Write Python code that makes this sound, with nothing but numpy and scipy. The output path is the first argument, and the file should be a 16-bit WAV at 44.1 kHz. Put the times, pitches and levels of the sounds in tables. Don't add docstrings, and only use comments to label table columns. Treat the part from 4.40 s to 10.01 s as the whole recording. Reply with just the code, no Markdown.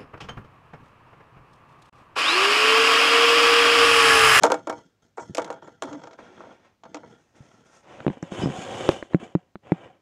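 import sys
import numpy as np
from scipy import signal
from scipy.fft import rfft, irfft
from scipy.io import wavfile
from scipy.ndimage import uniform_filter1d

SR = 44100
rng = np.random.default_rng(int(sys.argv[2]) if len(sys.argv) > 2 else 0)


def persist_wave(psi):
    counts = np.round(np.clip(psi, -1, 1) * 32767).astype(np.int16)
    wavfile.write(sys.argv[1], SR, np.atleast_2d(counts).T)


N = 247401

# (frequency [Hz], level [dB])
WALL_MODES = [(302, -1.5), (350, -5.5), (484, 2.5), (532, 0), (602, -3), (662, 3), (805, -0.5), (879, -2),
              (938, 2.5), (1237, -7.5), (1360, -4), (1400, -2), (1555, -9), (2230, -11.5)]
FIGURE_MODES_HZ = [3250, 3450, 4320, 5450, 5560, 6350, 7050]
# (frequency [Hz], level [dB], t60 at pitch factor 1 [s])
CASE_MODES = [(178.6, 2.5, 0.052), (310, 3, 0.033), (545, -11.5, 0.034), (1600, -22.5, 0.01)]
# (frequency [Hz], density [dB])
CARPET_SPECTRUM = [(30, -17), (120, 8.5), (400, 9), (780, 7), (1140, 2), (2000, -4), (3200, -10),
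                   (4300, -27.5), (7300, -28.5), (9300, -35.5), (15000, -66.5)]


def amp(db):
    return 10 ** (np.asarray(db) / 20)


def unit_rms(x):
    return x / np.sqrt(np.mean(x ** 2) + 1e-20)


def gain_at(spectrum, hz):
    table_hz, db = np.transpose(spectrum)
    return amp(np.interp(np.log(hz + 1), np.log(table_hz + 1), db))


def add(mix, start_s, sound):
    part = mix[max(round(start_s * SR), 0):][:len(sound)]
    part += sound[:len(part)]


def tinted(x, spectrum, size=4096):
    log_gain = np.log(gain_at(spectrum, abs(np.fft.fftfreq(size, 1 / SR))))
    impulse = np.fft.ifft(np.exp(np.conj(signal.hilbert(log_gain)))).real[:size // 2]
    return signal.fftconvolve(x, impulse / np.linalg.norm(impulse))[:len(x)]


def wander(cutoff_hz, size=2 ** 14, rate_hz=2048):
    hz = np.fft.rfftfreq(size, 1 / rate_hz)
    slow = irfft(rfft(rng.standard_normal(size)) / (1 + (hz / cutoff_hz) ** 4))
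    return unit_rms(np.interp(np.arange(N) / SR, np.arange(size) / rate_hz, slow))


def ring(t, early_t60_s, late_db, late_t60_s):
    decay = amp(-60 * t / early_t60_s) + amp(late_db - 60 * t / late_t60_s)
    return rng.choice([-1., 1.], len(t)) * decay


def stroke_gains(strokes, t, attack_share, release_s):
    start_s, length_s, body_db, hiss_db, swell_db = np.transpose(strokes)[:, :, None]
    age_s = t - start_s
    attack = np.sin(np.pi / 2 * np.clip(age_s / (attack_share * length_s), 0, 1)) ** 2
    release = np.exp(-np.maximum(age_s - length_s, 0) / release_s)
    swell = amp(swell_db * (np.clip(age_s / length_s, 0, 1) - .5))
    return [np.linalg.norm(attack * release * swell * amp(db), axis=0) for db in (body_db, hiss_db)]


def friction(gains, spectrum, peaks, *, body_db, hiss_db, grain_db, fixed_ripple_db, local_ripple_db,
             uneven_db, uneven_hz, travel_hz, peak_spread_db=0, places=4, split_hz=4000):
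    hz = np.fft.rfftfreq(N, 1 / SR)

    def ripple(depth_db, bins):
        return amp(depth_db * unit_rms(uniform_filter1d(rng.standard_normal(len(hz)), bins)))

    catches = rfft(rng.standard_normal(N) * amp(grain_db * wander(cutoff_hz=149)))
    catches *= gain_at(spectrum, hz) * ripple(fixed_ripple_db, bins=450)
    nearness = np.exp([2 * wander(travel_hz) for _ in range(places)])
    sound = np.zeros(N)
    for share in nearness / nearness.sum(0):
        local = catches * ripple(local_ripple_db, bins=500)
        resonance = 1
        for peak_hz, width_hz, db in peaks:
            height = amp(db + peak_spread_db * rng.uniform(-0.58, 1))
            resonance += height / (1 + ((hz - peak_hz) / (width_hz / 2)) ** 2)
        sound += share * unit_rms(irfft(local * resonance, N))
    treble = irfft(rfft(sound) / (1 + (split_hz / (hz + 1)) ** 6), N)
    body = unit_rms(sound - treble) * gains[0] * amp(body_db)
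    hiss = unit_rms(treble) * gains[1] * amp(hiss_db)
    return amp(uneven_db * wander(uneven_hz)) * (body + hiss)


def room():
    # (frequency [Hz], density [dB])
    spectrum = [(30, -3), (100, 10), (400, -2.5), (1500, -12.5), (6500, -19.5), (10000, -30.5),
                (15000, -30.5)]
    return amp(-70) * unit_rms(tinted(rng.standard_normal(N), spectrum))


def drag_gains(t):
    # (start [s], length [s], body [dB], hiss [dB], swell [dB])
    strokes = [(0.001, 0.26, -48, -64, -17.5), (0.25, 0.14, -55, -67.5, 8.5), (0.62, 0.056, -65, -74, -9),
               (0.792, 0.12, -54, -66, 0), (0.978, 0.21, -48, -75, -11.5), (1.215, 0.11, -53.5, -71.5, -2),
               (1.41, 0.33, -51, -66.5, -16.5), (1.782, 0.34, -53, -79.5, 0.5),
               (2.43, 0.31, -54.5, -75.5, 0), (2.927, 0.37, -60.5, -77.5, -2.5)]
    return stroke_gains(strokes, t, attack_share=0.087, release_s=0.055)


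def figure_drag(t):
    # (frequency [Hz], density [dB])
    spectrum = [(30, -19.5), (130, -2), (260, 0.5), (600, -10.5), (830, -8.5), (1100, -23), (1400, -14),
                (2600, -26), (3300, -22), (4000, -29.5), (6300, -22), (8000, -32.5), (13000, -55.5)]
    peaks = [(hz, 35, db + 1) for hz, db in WALL_MODES] + [(hz, 160, -2) for hz in FIGURE_MODES_HZ]
    return friction(drag_gains(t), spectrum, peaks, body_db=0.5, hiss_db=-1.5, grain_db=2.5,
                    fixed_ripple_db=2, local_ripple_db=5, uneven_db=2, uneven_hz=60, travel_hz=8.5,
                    peak_spread_db=5)


def playset_ring(t):
    # (frequency [Hz], density [dB])
    spectrum = [(40, -39), (200, -16.5), (320, -1.5), (550, 3), (950, -1), (1400, -4), (1900, -15),
                (3200, -33.5), (6000, -38), (14000, -73)]
    hz, db = np.transpose(WALL_MODES)[:, :, None]
    t60_s = 0.15 * (500 / hz) ** .3
    place = rng.choice([-1., 1.], hz.shape) * amp(rng.uniform(-6, 6, hz.shape))
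    detune = 1 + 0.0073 * rng.standard_normal(hz.shape)
    walls = (place * amp(db - 60 * t / t60_s) * np.sin(2 * np.pi * hz * detune * t)).sum(0)
    clatter = tinted(ring(t, early_t60_s=0.06, late_db=-27, late_t60_s=0.22), spectrum)
    thump = tinted(1. * (t == 0), spectrum)
    body = sum(amp(mix_db) * part / np.std(part[t < .02])
               for mix_db, part in [(-0.5, walls), (-2, clatter), (-7, thump)])
    return signal.lfilter(*signal.butter(4, 235, "high", fs=SR), body)


def contact_snap(t, start_s, level_db, hard_db=-22, mix_db=-8):
    # (frequency [Hz], density [dB])
    spectrum = [(100, -23), (800, -5.5), (2000, 1.5), (3300, 2), (4500, -3.5), (6800, 1.5), (8500, -8.5),
                (11000, -17.5), (15500, -27.5)]
    # (time [s], cutoff at hard_db [Hz])
    cutoffs = [(0, 13200), (1.42, 12430), (1.55, 8400), (2.4, 7750)]
    hz = np.array(FIGURE_MODES_HZ)[:, None]
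    figure = (rng.standard_normal(hz.shape) * np.sin(2 * np.pi * hz * t)).sum(0)
    figure *= amp(-25 - 60 * t / 0.055)
    skid = 0.5 + np.clip((hard_db - level_db) / 26, 0, 2)
    contact = ring(t, early_t60_s=0.021 * skid, late_db=-28, late_t60_s=0.18) + figure * skid
    contact *= 1 - np.exp(-t / (0.00066 * skid))
    loose_parts = rng.standard_normal(len(t)) * (rng.random(len(t)) < 300 / SR)
    contact += loose_parts * amp(9 - 60 * t / 0.07)
    contact[0] += 1 / skid ** 2
    cutoff_hz = np.interp(start_s, *np.transpose(cutoffs)) * amp((level_db - hard_db) / 10)
    lowpass = signal.butter(4, np.clip(cutoff_hz, 1000, SR / 2.2), fs=SR)
    snap = signal.lfilter(*lowpass, tinted(contact, spectrum))
    return amp(level_db + mix_db) * snap / np.std(snap[t < .003]) / np.sqrt(skid)


def playset_hits(hits):
    out, t = np.zeros(N), np.arange(SR // 3) / SR
    for start_s, snap_db, ring_db in hits:
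        add(out, start_s + 0.00081, amp(ring_db) * playset_ring(t) + contact_snap(t, start_s, snap_db))
    return out


def figure_knocks():
    # (time [s], relative snap [dB], ring [dB], rebound delay [s]; 0 = held down)
    knocks = [(0.0224, -36, -40, 0.0026), (0.0343, -10.5, -15.5, 0.017), (0.0405, -22.5, -20, 0.00052),
              (0.0644, -27.5, -26.5, 0.001), (0.1008, -31, -24, 0.0069), (0.1181, -17.5, -21, 0.023),
              (0.186, -62, -56, 0.0015), (0.2705, -33, -31, 0), (0.2955, -31.5, -27, 0.029),
              (0.7736, -49, -45, 0), (0.7805, -47.5, -35.5, 0.004), (0.797, -48.5, -41, 0.0018),
              (0.827, -66, -48, 0.0039), (0.9477, -25, -40, 0.0017), (0.9703, -25.5, -42.5, 0.0049),
              (0.9809, -24.5, -26, 0.014), (1.0179, -34, -46, 0), (1.031, -55, -54, 0),
              (1.044, -32.5, -43, 0), (1.076, -46, -44, 0.037), (1.1015, -35.5, -32.5, 0.0054),
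              (1.1251, -40.5, -46, 0.014), (1.2749, -51, -46, 0.00021), (1.4218, -25, -33, 0.01),
              (1.4524, -45, -52, 0), (1.480, -58, -47, 0.0015), (1.5277, -38.5, -45.5, 0.00033),
              (1.616, -51, -49, 0.0032), (1.636, -41, -46, 0.016), (1.6706, -42.5, -44, 0.038),
              (1.71, -47, -65, 0.0016), (1.73, -45, -51, 0.0022), (1.7877, -57, -45, 0.024),
              (1.925, -57, -69, 0.025), (2.005, -57, -47, 0.0037), (2.104, -58, -67, 0.017),
              (2.4345, -44, -51.5, 0), (2.452, -51.5, -49, 0.009), (2.5437, -29.5, -38, 0.024),
              (2.6332, -69, -50, 0.0037)]
    rebounds = [(start_s + delay_s, snap_db - 12, ring_db - 8)
                for start_s, snap_db, ring_db, delay_s in knocks if delay_s > 0]
    return playset_hits([knock[:3] for knock in knocks] + rebounds)


def figure_snags(rate_hz=48, pressed_db=-53, smooth_from_s=2.2):
    beats_s = np.arange(0, smooth_from_s, 1 / rate_hz)
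    lag, size = rng.random((len(beats_s), 2)).T
    times_s, size_db = beats_s + lag / rate_hz, 6 * size - 3
    body_db, hiss_db = 20 * np.log10(np.add(drag_gains(times_s), 1e-9))
    hits = np.transpose([times_s, hiss_db + 11 + size_db, body_db + size_db])
    return playset_hits(hits[body_db > pressed_db])


def edge_scrapes():
    # (start [s], length [s], level [dB], centre [Hz], width [Hz])
    skids = [(0.77, 0.021, -57.5, 7460, 1806), (0.792, 0.063, -54.5, 6700, 2652),
             (1.236, 0.061, -69, 7050, 400), (3.826, 0.0051, -46, 6400, 2160),
             (4.012, 0.072, -48, 5150, 515)]
    out, hz = np.zeros(N), np.fft.rfftfreq(SR, 1 / SR)
    for start_s, length_s, db, centre_hz, width_hz in skids:
        band = 1 / (1 + ((hz - centre_hz) / (width_hz / 2)) ** 4)
        noise = unit_rms(irfft(rfft(rng.standard_normal(SR)) * band, SR))
        progress = np.linspace(0, 1, int(length_s * SR))
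        add(out, start_s, amp(db) * noise[:len(progress)] * np.sin(np.pi * np.sqrt(progress)))
    return out


def camera_hits(hits, modes, leak_hz=85):
    # (frequency [Hz], density [dB])
    spectrum = [(40, 8), (400, 5.5), (900, 8), (2200, 1.5), (3200, -9), (4100, -7.5), (5000, -35),
                (7000, -29), (16000, -52.5)]
    out, t = np.zeros(N), np.arange(SR // 8) / SR
    hz, db, t60_s = np.transpose(modes)[:, :, None]
    leak = signal.butter(1, leak_hz, "high", fs=SR)
    for start_s, thud_db, pitch, contact_ms, tick_db in hits:
        case = (amp(db - 60 * t * pitch / t60_s) * np.cos(2 * np.pi * hz * pitch * t)).sum(0)
        pulse_age = 4 * t / (contact_ms / 1000)
        force = pulse_age * np.exp(-pulse_age)
        thud = signal.fftconvolve(signal.lfilter(*leak, case), force / force.sum())[:len(t)]
        rattle = amp(-15) * ring(t, early_t60_s=.01, late_db=-22, late_t60_s=.04)
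        tick = tinted((t == 0) + rattle, spectrum)
        tick = signal.fftconvolve(tick, np.exp(-2 * pulse_age))[:len(t)]
        add(out, start_s, amp(thud_db) * thud + amp(tick_db) * tick / abs(tick).max())
    return out


def case_bumps():
    # (time [s], thud [dB], pitch [factor], contact [ms], tick [dB])
    blows = [(0.896, -16, 1.1, 6.2, -69), (0.907, -27.5, 0.76, 4.3, -67), (3.005, -19, 0.79, 11.7, -53.5),
             (3.604, -35.5, 0.76, 0.45, -25.5), (3.648, -28, 2.7, 0.96, -41),
             (3.666, -12.5, 1.01, 0.66, -24), (3.680, -14.5, 0.88, 0.76, -21),
             (3.701, -14, 1.1, 3.5, -24.5), (3.772, -37.5, 1.54, 0.74, -41.5),
             (3.828, -21.5, 0.97, 1.4, -24), (3.921, -21.5, 1.1, 2.2, -23.5), (3.992, -18, 0.64, 6.4, -34),
             (4.035, -7.5, 1.08, 3.5, -30), (4.058, -19, 0.87, 2, -20), (4.101, -14.5, 1.17, 4.3, -26.5),
             (4.186, -21, 1.05, 4.1, -37), (4.6265, -27.5, 1.8, 0.85, -22), (4.7345, -31, 1.7, 1.15, -28),
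             (4.746, -4.5, 0.98, 1.62, -14.5), (4.828, -27, 1.3, 2.1, -69), (4.9517, -8, 0.97, 1.52, -17.5),
             (5.156, -34, 1.11, 1.4, -23.5), (5.3200, -8.5, 0.97, 1.06, -16)]
    return camera_hits(blows, CASE_MODES)


def foot_groan(pitch_hz=295, waver=0.049):
    # (start [s], length [s], level [dB])
    chatters = [(1.437, 0.037, -37.5), (1.502, 0.093, -37.5), (2.543, 0.045, -39.5)]
    envelope = np.zeros(N)
    for start_s, length_s, db in chatters:
        add(envelope, start_s, amp(db) * signal.windows.tukey(int(length_s * SR)))
    phase = 2 * np.pi * np.cumsum(pitch_hz * (1 + waver * wander(cutoff_hz=30))) / SR
    return np.sqrt(2) * envelope * (np.sin(phase) + amp(-17) * np.sin(2 * phase))


def finger_rustle(t):
    # (start [s], length [s], body [dB], hiss [dB], swell [dB])
    strokes = [(1.77, 0.19, -54, -69.5, -5), (1.98, 0.17, -57.5, -73, -3), (2.19, 0.074, -61, -79, 6),
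               (2.64, 0.31, -68, -74, -8), (2.94, 0.25, -61.5, -68, -0.5), (3.24, 0.13, -60.5, -63.5, 7),
               (3.42, 0.16, -54, -72.5, 8.5)]
    # (frequency [Hz], density [dB])
    spectrum = [(100, -1.5), (750, 4), (1400, -1.5), (2200, -4), (3300, -9), (4300, -10.5), (6200, 0),
                (7500, -7), (9500, -13.5), (11500, -29), (15000, -43)]
    gains = stroke_gains(strokes, t, attack_share=0.12, release_s=0.047)
    return friction(gains, spectrum, peaks=[], body_db=0, hiss_db=-5, grain_db=1,
                    fixed_ripple_db=2, local_ripple_db=1, uneven_db=1.3, uneven_hz=23.2, travel_hz=5.5)


def shove_gains(t):
    # (start [s], length [s], body [dB], hiss [dB], swell [dB])
    strokes = [(3.43, 0.31, -43, -64.5, 4), (3.82, 0.067, -41, -59.5, -5), (3.895, 0.12, -31, -47, 11.5),
               (4.01, 0.51, -30.5, -45.5, 7), (4.695, 0.032, -44.5, -66, 9), (4.79, 0.049, -37, -56.5, -1),
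               (4.95, 0.09, -54.5, -88, -9), (5.21, 0.25, -42.5, -69, 2)]
    return stroke_gains(strokes, t, attack_share=0.27, release_s=0.054)


def carpet_slide(t):
    # (frequency [Hz], width [Hz], level [dB])
    peaks = [(497, 370, -1), (3210, 450, 2.5), (6930, 920, -8)]
    return friction(shove_gains(t), CARPET_SPECTRUM, peaks, body_db=-6, hiss_db=-3, grain_db=1.5,
                    fixed_ripple_db=1, local_ripple_db=4, uneven_db=0.44, uneven_hz=24.7, travel_hz=15,
                    peak_spread_db=-3)


def fibre_grit(t, rate_hz=260):
    force, _ = shove_gains(t)
    size = amp(4 * np.minimum(rng.exponential(1, N), 3)) * rng.choice([-1., 1.], N)
    catches = size * (rng.random(N) < rate_hz / SR)
    return amp(-13) * force * unit_rms(tinted(catches, CARPET_SPECTRUM))


def case_judder(start_s=4.02, end_s=4.095, rate_hz=58, contact_ms=1):
    beats_s = np.arange(start_s, end_s, 1 / rate_hz)
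    lag, detune = rng.uniform(-1.05, 1, (len(beats_s), 2)).T
    times_s = beats_s + 0.247 * lag / rate_hz
    levels_db = -20 - 4 * np.linspace(-1, 1, len(beats_s)) ** 2
    pitches = 0.9 * (1 + 0.18 * detune)
    slips = [(s, db, pitch, contact_ms, db - 11) for s, db, pitch in zip(times_s, levels_db, pitches)]
    return camera_hits(slips, CASE_MODES)


def tuft_whirr(spread_hz=110):
    # (time [s], rate [Hz], level [dB])
    tufts = [(4.1, 332.7, -65), (4.25, 420, -52.5), (4.41, 521.3, -37.5), (4.56, 452, -40.5)]
    times_s, hz, db = np.transpose(tufts)
    out, t = np.zeros(N), np.arange(times_s[0], times_s[-1], 1 / SR)
    phase = 2 * np.pi * np.cumsum(np.interp(t, times_s, hz)) / SR
    flicks = wander(spread_hz)[:len(t)] * np.cos(phase) + wander(spread_hz)[:len(t)] * np.sin(phase)
    envelope = amp(np.interp(t, times_s, db)) * signal.windows.tukey(len(t), .2)
    add(out, times_s[0], unit_rms(flicks) * envelope)
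    return out


def rim_clack():
    # (time [s], thud [dB], pitch [factor], contact [ms], tick [dB])
    strike = [(4.4902, -1, 1.0, 0.6, -2.5)]
    # (frequency [Hz], level [dB], t60 [s])
    modes = [(162, -11.5, 0.033), (375, 1, 0.027), (540, 1.5, 0.017), (850, -10.5, 0.014)]
    return camera_hits(strike, modes)


def scene():
    t = np.arange(N) / SR
    rubbing = figure_drag(t) + finger_rustle(t) + carpet_slide(t)
    background = room()
    figure = figure_knocks() + figure_snags() + foot_groan()
    camera = case_bumps() + case_judder() + rim_clack() + fibre_grit(t) + tuft_whirr()
    return (rubbing + background + figure + camera + edge_scrapes())[None]


def record(dry, overload=0.7, bass_cut_hz=65, band_limit_hz=15700):
    clipped = np.clip(dry, -overload, overload)
    lean = signal.lfilter(*signal.butter(1, bass_cut_hz, "high", fs=SR), clipped)
    lowpass = signal.firwin(255, band_limit_hz, window=("kaiser", 9), fs=SR)
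    return signal.oaconvolve(lean, lowpass[None], "same")


dry = scene()
out = record(dry)
persist_wave(out)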